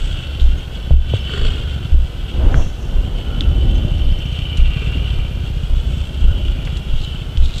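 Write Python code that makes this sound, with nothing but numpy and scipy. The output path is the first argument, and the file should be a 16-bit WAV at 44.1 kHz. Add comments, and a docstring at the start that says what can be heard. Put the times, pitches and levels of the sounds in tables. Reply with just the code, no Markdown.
"""Street noise and an idling engine are heard from a body-worn camera: wind rumbles on its case, the
wearer's steps thump it and its mount clicks. A single-cylinder scooter creeps across the concrete
road on two blips of throttle, each firing ringing its silencer, its drive belt singing. A brake
squeals faintly in a gust, then a small bird chirps. After a third, gentler blip the tailpipe rasps
and the scooter idles at the kerb; near the end, clothing rubs the camera."""
import sys
import numpy as np
from scipy import signal
from scipy.fft import rfft, irfft
from scipy.io import wavfile
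from scipy.ndimage import map_coordinates

SR = 44100
rng = np.random.default_rng(int(sys.argv[2]) if len(sys.argv) > 2 else 0)


def generate_wav(sig):
    """Save sig (samples, or channels by samples) to the path in sys.argv[1] as 16-bit PCM at SR."""
    pcm = np.round(np.clip(np.atleast_2d(sig).T, -1, 1) * 32767).astype(np.int16)
    wavfile.write(sys.argv[1], SR, pcm)


N = 335160
TIME = np.arange(N) / SR


def from_db(db):
    """Decibels to amplitude ratio."""
    return 10 ** (np.asarray(db) / 20)


def rms_one(x):
    """Normalisation to unit rms."""
    return x / np.sqrt(np.mean(x ** 2) + 1e-20)


def in_time(rows):
    """Linear interpolation between (time, value) points."""
    return np.interp(TIME, *np.transpose(rows))


def smooth(x, hz, kind="low", order=2):
    """Butterworth low- or high-pass filter."""
    return signal.sosfilt(signal.butter(order, hz, kind, fs=SR, output="sos"), x + 1e-18)


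def drift(rate_hz):
    """Smooth random modulation of unit rms."""
    knots = rng.standard_normal(4000)
    return rms_one(map_coordinates(knots, [TIME * rate_hz + 2], order=3))


def swell(peak_s, rise_s, fall_s, order=1):
    """Growth to 1 and decay: exponential at order 1, Gaussian at order 2."""
    return np.exp(-np.maximum((peak_s - TIME) / rise_s, (TIME - peak_s) / fall_s) ** order)


def swells(rows, order=1):
    """Incoherent sum of swells: their powers add."""
    return np.sqrt(sum((from_db(db) * swell(s, rise, fall, order)) ** 2 for s, db, rise, fall in rows))


def resonate(x, hz, width_hz):
    """Two-pole resonator with unit peak gain."""
    r = np.exp(-np.pi * width_hz / SR)
    feedback = [1, -2 * r * np.cos(2 * np.pi * hz / SR), r * r]
    return signal.lfilter(np.array([1, 0, -1]) * (1 - r * r) / 2, feedback, x + 1e-18)


def excite(force, modes):
    """Forced vibration: noise under a force envelope drives each mode, two resonators in cascade."""
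    rings = np.zeros(N)
    for hz, width, db in modes:
        once = resonate(force * rng.standard_normal(N), hz, width)
        rings += from_db(db) * rms_one(resonate(once, hz, width))
    return rms_one(rings)


def coloured(spectrum):
    """Spectral shaping of white noise, at unit rms."""
    hz, db = np.transpose(spectrum)
    bins_hz = np.maximum(np.arange(N // 2 + 1) * SR / N, 1)
    gain = from_db(np.interp(np.log(bins_hz), np.log(hz), db))
    return rms_one(irfft(rfft(rng.standard_normal(N)) * gain, N))


def rough_tone(hz, width_hz):
    """Narrow-band noise: a tone of wandering amplitude and phase, at unit rms."""
    phase = 2 * np.pi * np.cumsum(hz * np.ones(N)) / SR
    in_phase, quadrature = smooth(rng.standard_normal((2, N)), width_hz)
    return rms_one(in_phase * np.cos(phase) + quadrature * np.sin(phase))


def cycles(firings_hz, wobble):
    """Engine phase in cycles: the integral of a firing rate that combustion makes unsteady."""
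    return np.cumsum(firings_hz * (1 + wobble * drift(12))) / SR


def strokes(cycle, spread_db):
    """Impulse train: one impulse of random strength per cycle."""
    sizes = from_db(spread_db * rng.standard_normal(1000))
    turn = np.floor(cycle).astype(int)
    return np.diff(turn, prepend=turn[0]) * sizes[turn]


def gate(cycle, sharpness, rest):
    """Periodic envelope of unit rms: exponential decay within each cycle."""
    return rms_one(rest + np.exp(-sharpness * (cycle % 1)))


def road_echo(x, lag_s=.0028, swing=0.1236, strength=0.43):
    """Comb filtering: the reflection off the concrete interferes, its lag shifting as the camera moves."""
    lag = lag_s * SR * (1 + swing * drift(.9))
    reflection = map_coordinates(x, [np.arange(N) - lag], order=3)
    return (x + strength * reflection) / np.hypot(1, strength)


# Street noise spectrum: frequency_hz, density_db
STREET_SPECTRUM = [(20, 12.5), (100, -4), (300, 1), (700, -4.5), (1100, -8), (1500, -6.5), (1900, -11),
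                   (3000, -6.5), (4500, -13.5), (8000, -23), (9300, -24), (15000, -25.5)]
def street():
    """Broadband ambient noise interferes with its ground reflection."""
    return from_db(-41.5) * road_echo(coloured(STREET_SPECTRUM), lag_s=.004, swing=0.097, strength=0.59)


def bird(start_s=3.975, spacing_s=.069, length_s=0.018, low_hz=4700, high_hz=6400, count=6):
    """Frequency modulation: quick upward sweeps, each a little detuned, loudest in mid-run."""
    out, t = np.zeros(N), TIME[:int(length_s * SR)]
    for k, shift in enumerate(1 + 0.077 * rng.standard_normal(count)):
        sweep = signal.chirp(t, low_hz * shift, length_s, high_hz * shift) * np.hanning(len(t))
        level_db = -51 + 8 * np.sin(np.pi * (k + .5) / count)
        start = int((start_s + k * spacing_s) * SR)
        out[start:start + len(t)] += from_db(level_db) * sweep
    return out


# Chirps, squeaks and hoots: start_s, level_db, pitch_hz, length_s
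BRIEF_TONES = [(0.56, -51, 6500, .04), (1.195, -52, 5300, 0.036), (3.198, -43, 1366, 0.37),
               (3.741, -50, 6170, 0.044), (6.256, -41, 1420, .11)]
def brief_tones():
    """Narrow-band noise in half-sine envelopes: two faint high chirps, then thin hoots and a squeak."""
    return sum(from_db(db) * np.sin(np.pi * np.clip((TIME - s) / length, 0, 1))
               * rough_tone(hz, width_hz=77) for s, db, hz, length in BRIEF_TONES)


# Silencer resonances: pitch_hz, width_hz, gain_db
SILENCER_MODES = [(55, 40, 2), (95, 50, -1), (132, 40, -2), (206, 20, -11), (250, 30, -8)]
# Exhaust gas spectrum: frequency_hz, density_db
PUFF_SPECTRUM = [(60, 11.5), (150, 10), (230, -16), (400, -5.5), (600, -21), (1000, -11), (2000, -36),
                 (5000, -34)]
def exhaust(cycle):
    """Impulse response: each firing rings the silencer and puffs; the air box gulps half a cycle later."""
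    firing = strokes(cycle, spread_db=2.5)
    rings = sum(from_db(db) * resonate(firing * from_db(1.5 * drift(20)), hz, width)
                for hz, width, db in SILENCER_MODES)
    pipe = rms_one(smooth(rings, 160, order=4))
    air_box = resonate(strokes(cycle + .5, spread_db=3.5), hz=62, width_hz=24)
    gulp = rms_one(smooth(air_box, 76))
    puff = coloured(PUFF_SPECTRUM) * gate(cycle, sharpness=8.1, rest=0.11)
    return -pipe + from_db(1) * gulp + from_db(-21) * puff


def parked_scooter():
    """Attenuation with distance: a second engine idles farther off."""
    return from_db(-34) * exhaust(cycles(firings_hz=14.2, wobble=.02))


# Turbulence spectrum: frequency_hz, density_db
WIND_SPECTRUM = [(12, -7), (28, 21.5), (65, 11), (120, -8.5), (250, -3.5), (400, -5), (600, -8.5),
                 (1000, -17.5), (1500, -21.5), (2000, -27.5), (8000, -54)]
# Camera case resonances: pitch_hz, width_hz, gain_db
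CASE_MODES = [(33.6, 17, -0.5), (59.8, 39.4, 1), (203.9, 33, -16.5), (253, 33, -18.5), (344.4, 73, -19.5),
              (567, 123, -24), (782, 66, -32)]
# Gusts: peak_s, rush_db, boom_db, rise_s, fall_s
GUSTS = [(1.5, -31, -20, 0.19, 0.17), (2.45, -16, -14, 0.1, 0.081), (2.56, -14.5, -13, 0.091, 0.083),
         (3.05, -26, -22.5, 0.32, 0.7), (3.7, -31.5, -13, 0.37, 0.42), (4.95, -29.5, -27, 0.58, 0.55),
         (5.9, -47, -19, .05, 0.058), (6.36, -36, -18.5, 0.23, .35)]
def wind(breeze_db=-29):
    """Turbulence and cavity resonance: eddies rush over the case and boom in its hollows."""
    rush_gusts = swells([(s, db, rise, fall) for s, db, _, rise, fall in GUSTS], order=2)
    boom_gusts = swells([(s, db, rise, fall) for s, _, db, rise, fall in GUSTS], order=2)
    rush = np.hypot(from_db(breeze_db), rush_gusts) * from_db(drift(45)) * coloured(WIND_SPECTRUM)
    boom = np.hypot(from_db(breeze_db), boom_gusts) * excite(1, CASE_MODES)
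    return rush + boom


# Resonances of the rubbed case: pitch_hz, width_hz, gain_db
RUB_MODES = [(3100, 700, -32.5), (3600, 1040, 10), (6230, 3200, -1.5), (7460, 860, -8.5)]
# Rubs: peak_s, level_db, rise_s, fall_s
RUBS = [(.408, -37, 0.0076, 0.047), (7.03, -39, 0.072, 0.077), (7.45, -33.5, 0.026, 0.037),
        (7.58, -30.5, 0.053, 0.057)]
def clothing():
    """Sliding friction: cloth and strap rub the case with an uneven force."""
    return swells(RUBS) * excite(from_db(3.8 * drift(250)), RUB_MODES)


# Heel strikes felt through the body: start_s, peak_db
STEPS = [(.005, -7.5), (0.413, 2), (.911, 6.5), (1.393, -4.5), (1.918, 3.5), (2.42, -6.5), (2.548, -1),
         (2.941, -3.5), (3.468, -7.5), (4.043, -4.5), (4.585, 1), (5.152, -8.5), (5.696, -4), (6.214, -1.5),
         (6.898, -5), (7.372, 0.5)]
def footsteps(sway_hz=29, bounce_hz=60, cutoff_hz=50.8, cutoff_hz_per_db=2.9):
    """Damped oscillation: each step swings the camera on its strap; harder steps pass more bounce."""
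    out = np.zeros(N)
    for s, db in STEPS:
        start = int(s * SR)
        t = TIME[:min(SR // 2, N - start)]
        sway = np.sin(2 * np.pi * sway_hz * (1 + 0.168 * rng.standard_normal()) * t)
        bounce = np.sin(2 * np.pi * bounce_hz * (1 + .1 * rng.standard_normal()) * t)
        damping = np.exp(-(t / 0.089) ** 2)   # friction against the chest
        thump = smooth((sway + bounce) * damping, max(cutoff_hz + cutoff_hz_per_db * db, 20))
        out[start:start + len(t)] += from_db(db) * thump / np.abs(thump).max()
    return out


# Clicks and knocks of the mount: start_s, ring_peak_db, pitch_hz, t60_s, crack_relative_db
CLICKS = [(0.399, -21.5, 3540, 0.0094, -21), (0.908, -16, 550, 0.01, -28), (0.905, -9, 123, 0.067, -35),
          (1.137, -9, 460, 0.0078, -36), (1.137, -4, 97, 0.061, -26), (2.543, -12.5, 1510, 0.0068, -7),
          (2.547, -12, 128, 0.11, -30), (3.408, -7.5, 3508, 0.0068, -24.5), (3.411, -17.5, 278, 0.038, -30),
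          (4.572, -26.5, 3900, 0.0083, -3), (4.952, -22.5, 266, 0.059, -18), (6.651, -28, 3540, 0.011, -4),
          (6.673, -28, 1500, .0073, 8), (6.77, -25.5, 3893, 0.0072, -7), (7.373, -17, 3280, .0069, -15)]
def mount_clicks(crack_t60_s=0.061, rise_cycles=0.68):
    """Free vibration: plastic parts slip with a broadband crack and ring briefly."""
    out, t = np.zeros(N), TIME[:SR // 10]
    for s, db, hz, t60, crack_db in CLICKS:
        onset = 1 - np.exp(-hz * t / rise_cycles)
        ring = np.sin(2 * np.pi * hz * t) * from_db(-60 * t / t60) * onset
        noise = smooth(rng.standard_normal(len(t)), min(2 * hz, SR / 3), order=4)
        crack = noise * from_db(crack_db - 60 * t / crack_t60_s)
        start = int(s * SR)
        out[start:start + len(t)] += from_db(db) * (ring / np.abs(ring).max() + crack)[:N - start]
    return out


# Brake resonances: pitch_hz, width_hz, gain_db
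BRAKE_MODES = [(5600, 270, -3), (6260, 258, -2), (6970, 860, -5), (9200, 340, -15)]
# Squeals: peak_s, level_db, rise_s, fall_s
SQUEALS = [(2.59, -41.5, 0.053, 0.081), (2.81, -50.5, .04, 0.11)]
def brake():
    """Friction drives the high modes of the brake into a faint squeal."""
    return swells(SQUEALS) * excite(from_db(1.5 * drift(30.5)), BRAKE_MODES)


def gear(octaves_above_idle, idle_db=-56, db_per_octave=9.5):
    """Narrow-band whine of the reduction gear: constant in pitch, louder with speed."""
    return from_db(idle_db + db_per_octave * octaves_above_idle) * rough_tone(hz=1495, width_hz=59)


# Swells of the belt tone: peak_s, level_db, rise_s, fall_s
BELT_SONGS = [(1.29, -33, 0.19, 0.19), (3.25, -40, 0.18, 0.78), (4.48, -33, 0.63, 0.49),
              (4.95, -35.5, 0.13, .25), (6.35, -39, 0.16, 0.36), (7.08, -37, .12, .2)]
def belt(pitch_hz=3025, sag_hz=274):
    """A modulated tone: the drive belt flutters, and sags in pitch once as the clutch takes load."""
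    load = swell(peak_s=4.82, rise_s=.22, fall_s=.22, order=2)
    flutter = from_db(0.88 * drift(30))
    return swells(BELT_SONGS) * flutter * rough_tone(pitch_hz - sag_hz * load, width_hz=83)


# Cooling fan resonances: pitch_hz, width_hz, gain_db
FAN_MODES = [(4585, 130, -0.5), (5570, 1200, 1.5), (6550, 400, -3), (7680, 1500, 5.5)]
# The grille faces the camera: peak_s, level_db, rise_s, fall_s
FAN_PASSES = [(.05, -46, .2, 0.11), (1.45, -51, 0.066, .12), (5.95, -54.5, 0.48, .5)]
def fan(clatter, floor_db=-60):
    """Directivity: the fan's hiss swells whenever its grille faces the camera."""
    return np.hypot(from_db(floor_db), swells(FAN_PASSES)) * excite(clatter, FAN_MODES)


# Tailpipe resonances: pitch_hz, width_hz, gain_db
RASP_MODES = [(1293, 230, 0), (2435, 600, 8), (2760, 600, 6.5)]
# Rasps of the tailpipe: peak_s, level_db, rise_s, fall_s
RASPS = [(4.75, -37, 0.44, 0.47), (5.23, -40.5, 0.12, 0.088), (6.58, -43, .2, 0.14),
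         (7.56, -45.5, 0.27, 0.19)]
def tailpipe_rasp(cycle):
    """Pulsed noise: noise gated at the firing rate rings the tailpipe's resonances in brief rasps."""
    return swells(RASPS) * excite(gate(cycle, sharpness=2.6, rest=0.45), RASP_MODES)


# Resonances of the whirr: pitch_hz, width_hz, gain_db
WHIRR_MODES = [(1383, 244, -11), (2190, 810, -11), (2745, 115, -5.5), (3025, 620, 1.5), (3297, 550, -3.5),
               (4395, 140, -17.5), (5400, 3600, -22.5), (7950, 880, -25)]
def whirr(clatter, octaves_above_idle, idle_db=-35, db_per_octave=6):
    """Forced vibration of the engine's moving parts, louder with speed."""
    return from_db(idle_db + db_per_octave * octaves_above_idle) * excite(clatter, WHIRR_MODES)


# Resonances of the bark: pitch_hz, width_hz, gain_db
BARK_MODES = [(420, 114, 3), (1370, 610, 1), (2160, 1000, -19), (4400, 600, -9.5), (7240, 1100, -15)]
# Throttle blips: top_speed_s, extra_firings_hz, spin_up_s, run_down_s, bark_db
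BLIPS = [(.1, 12.9, 0.86, 0.6, -46), (1.45, 13, 0.31, 0.6, -28.5), (4.921, 6, .27, .33, -41)]
def bark(cycle, lead_s=.1, rise_s=0.053, fall_s=0.16):
    """Pulsed noise excites resonances in a brief rattling bark just before each blip reaches top speed."""
    throttle = swells([(s - lead_s, db, rise_s, fall_s) for s, *_, db in BLIPS])
    return throttle * excite(gate(cycle, sharpness=8.2, rest=0.21), BARK_MODES)


# How near and unshadowed the scooter is: time_s, gain_db
NEARNESS = [(0, -3.5), (.85, -9), (1.38, 0), (2.05, -11.5), (2.35, -4), (2.8, -10), (3.4, -4.5),
            (4.2, -3.5), (4.7, -2), (5.6, -6), (6.5, -3), (7.6, -6)]
# Exhaust directivity, loudest from behind the scooter: time_s, gain_db
BEHIND = [(0, -3), (.8, 0), (3.1, -.5), (3.7, 5), (5.4, 6), (6.6, 4), (7.6, 0)]
def scooter(idle_hz=14.4):
    """Phase locking: one crankshaft times the exhaust beat, clatter, bark and rasp."""
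    firings_hz = idle_hz + sum(extra * swell(s, up, down) for s, extra, up, down, _ in BLIPS)
    octaves_above_idle = np.log2(firings_hz / idle_hz)
    cycle = cycles(firings_hz, wobble=.012)
    near_db = in_time(NEARNESS)
    beat = from_db(-27 + .4 * near_db + in_time(BEHIND)) * exhaust(cycle)
    clatter = gate(2 * cycle, sharpness=2.7, rest=1.65) * from_db(2.0 * drift(300) + 1.5 * drift(27))
    machinery = from_db(near_db) * whirr(clatter, octaves_above_idle) + fan(clatter)
    gas_noise = bark(cycle) + tailpipe_rasp(cycle)
    return beat + gear(octaves_above_idle) + belt() + road_echo(machinery + gas_noise)


def scene():
    """Superposition of all sources in one channel."""
    faint_noises = clothing() + brake() + street()
    engines = scooter() + parked_scooter()
    on_camera = wind() + footsteps() + mount_clicks()
    return (faint_noises + engines + on_camera + bird() + brief_tones())[None]


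def record(dry, limit_db=-1, release_db_per_s=45, cutoff_hz=15100):
    """Limiting: the gain ducks on the heaviest thumps and recovers; peaks clip and the top is cut."""
    x = smooth(dry[0], 14.7, "high")
    over_db = np.maximum(20 * np.log10(np.abs(x) + 1e-9) - limit_db, 0)
    held_db = np.maximum.accumulate(over_db + release_db_per_s * TIME) - release_db_per_s * TIME
    limited = np.clip(x * from_db(-smooth(held_db, 35, order=1)), -1, 1)
    low_pass = signal.ellip(12, .1, 80, cutoff_hz, fs=SR, output="sos")
    return signal.sosfilt(low_pass, limited)[None]


dry = scene()
out = record(dry)
generate_wav(out)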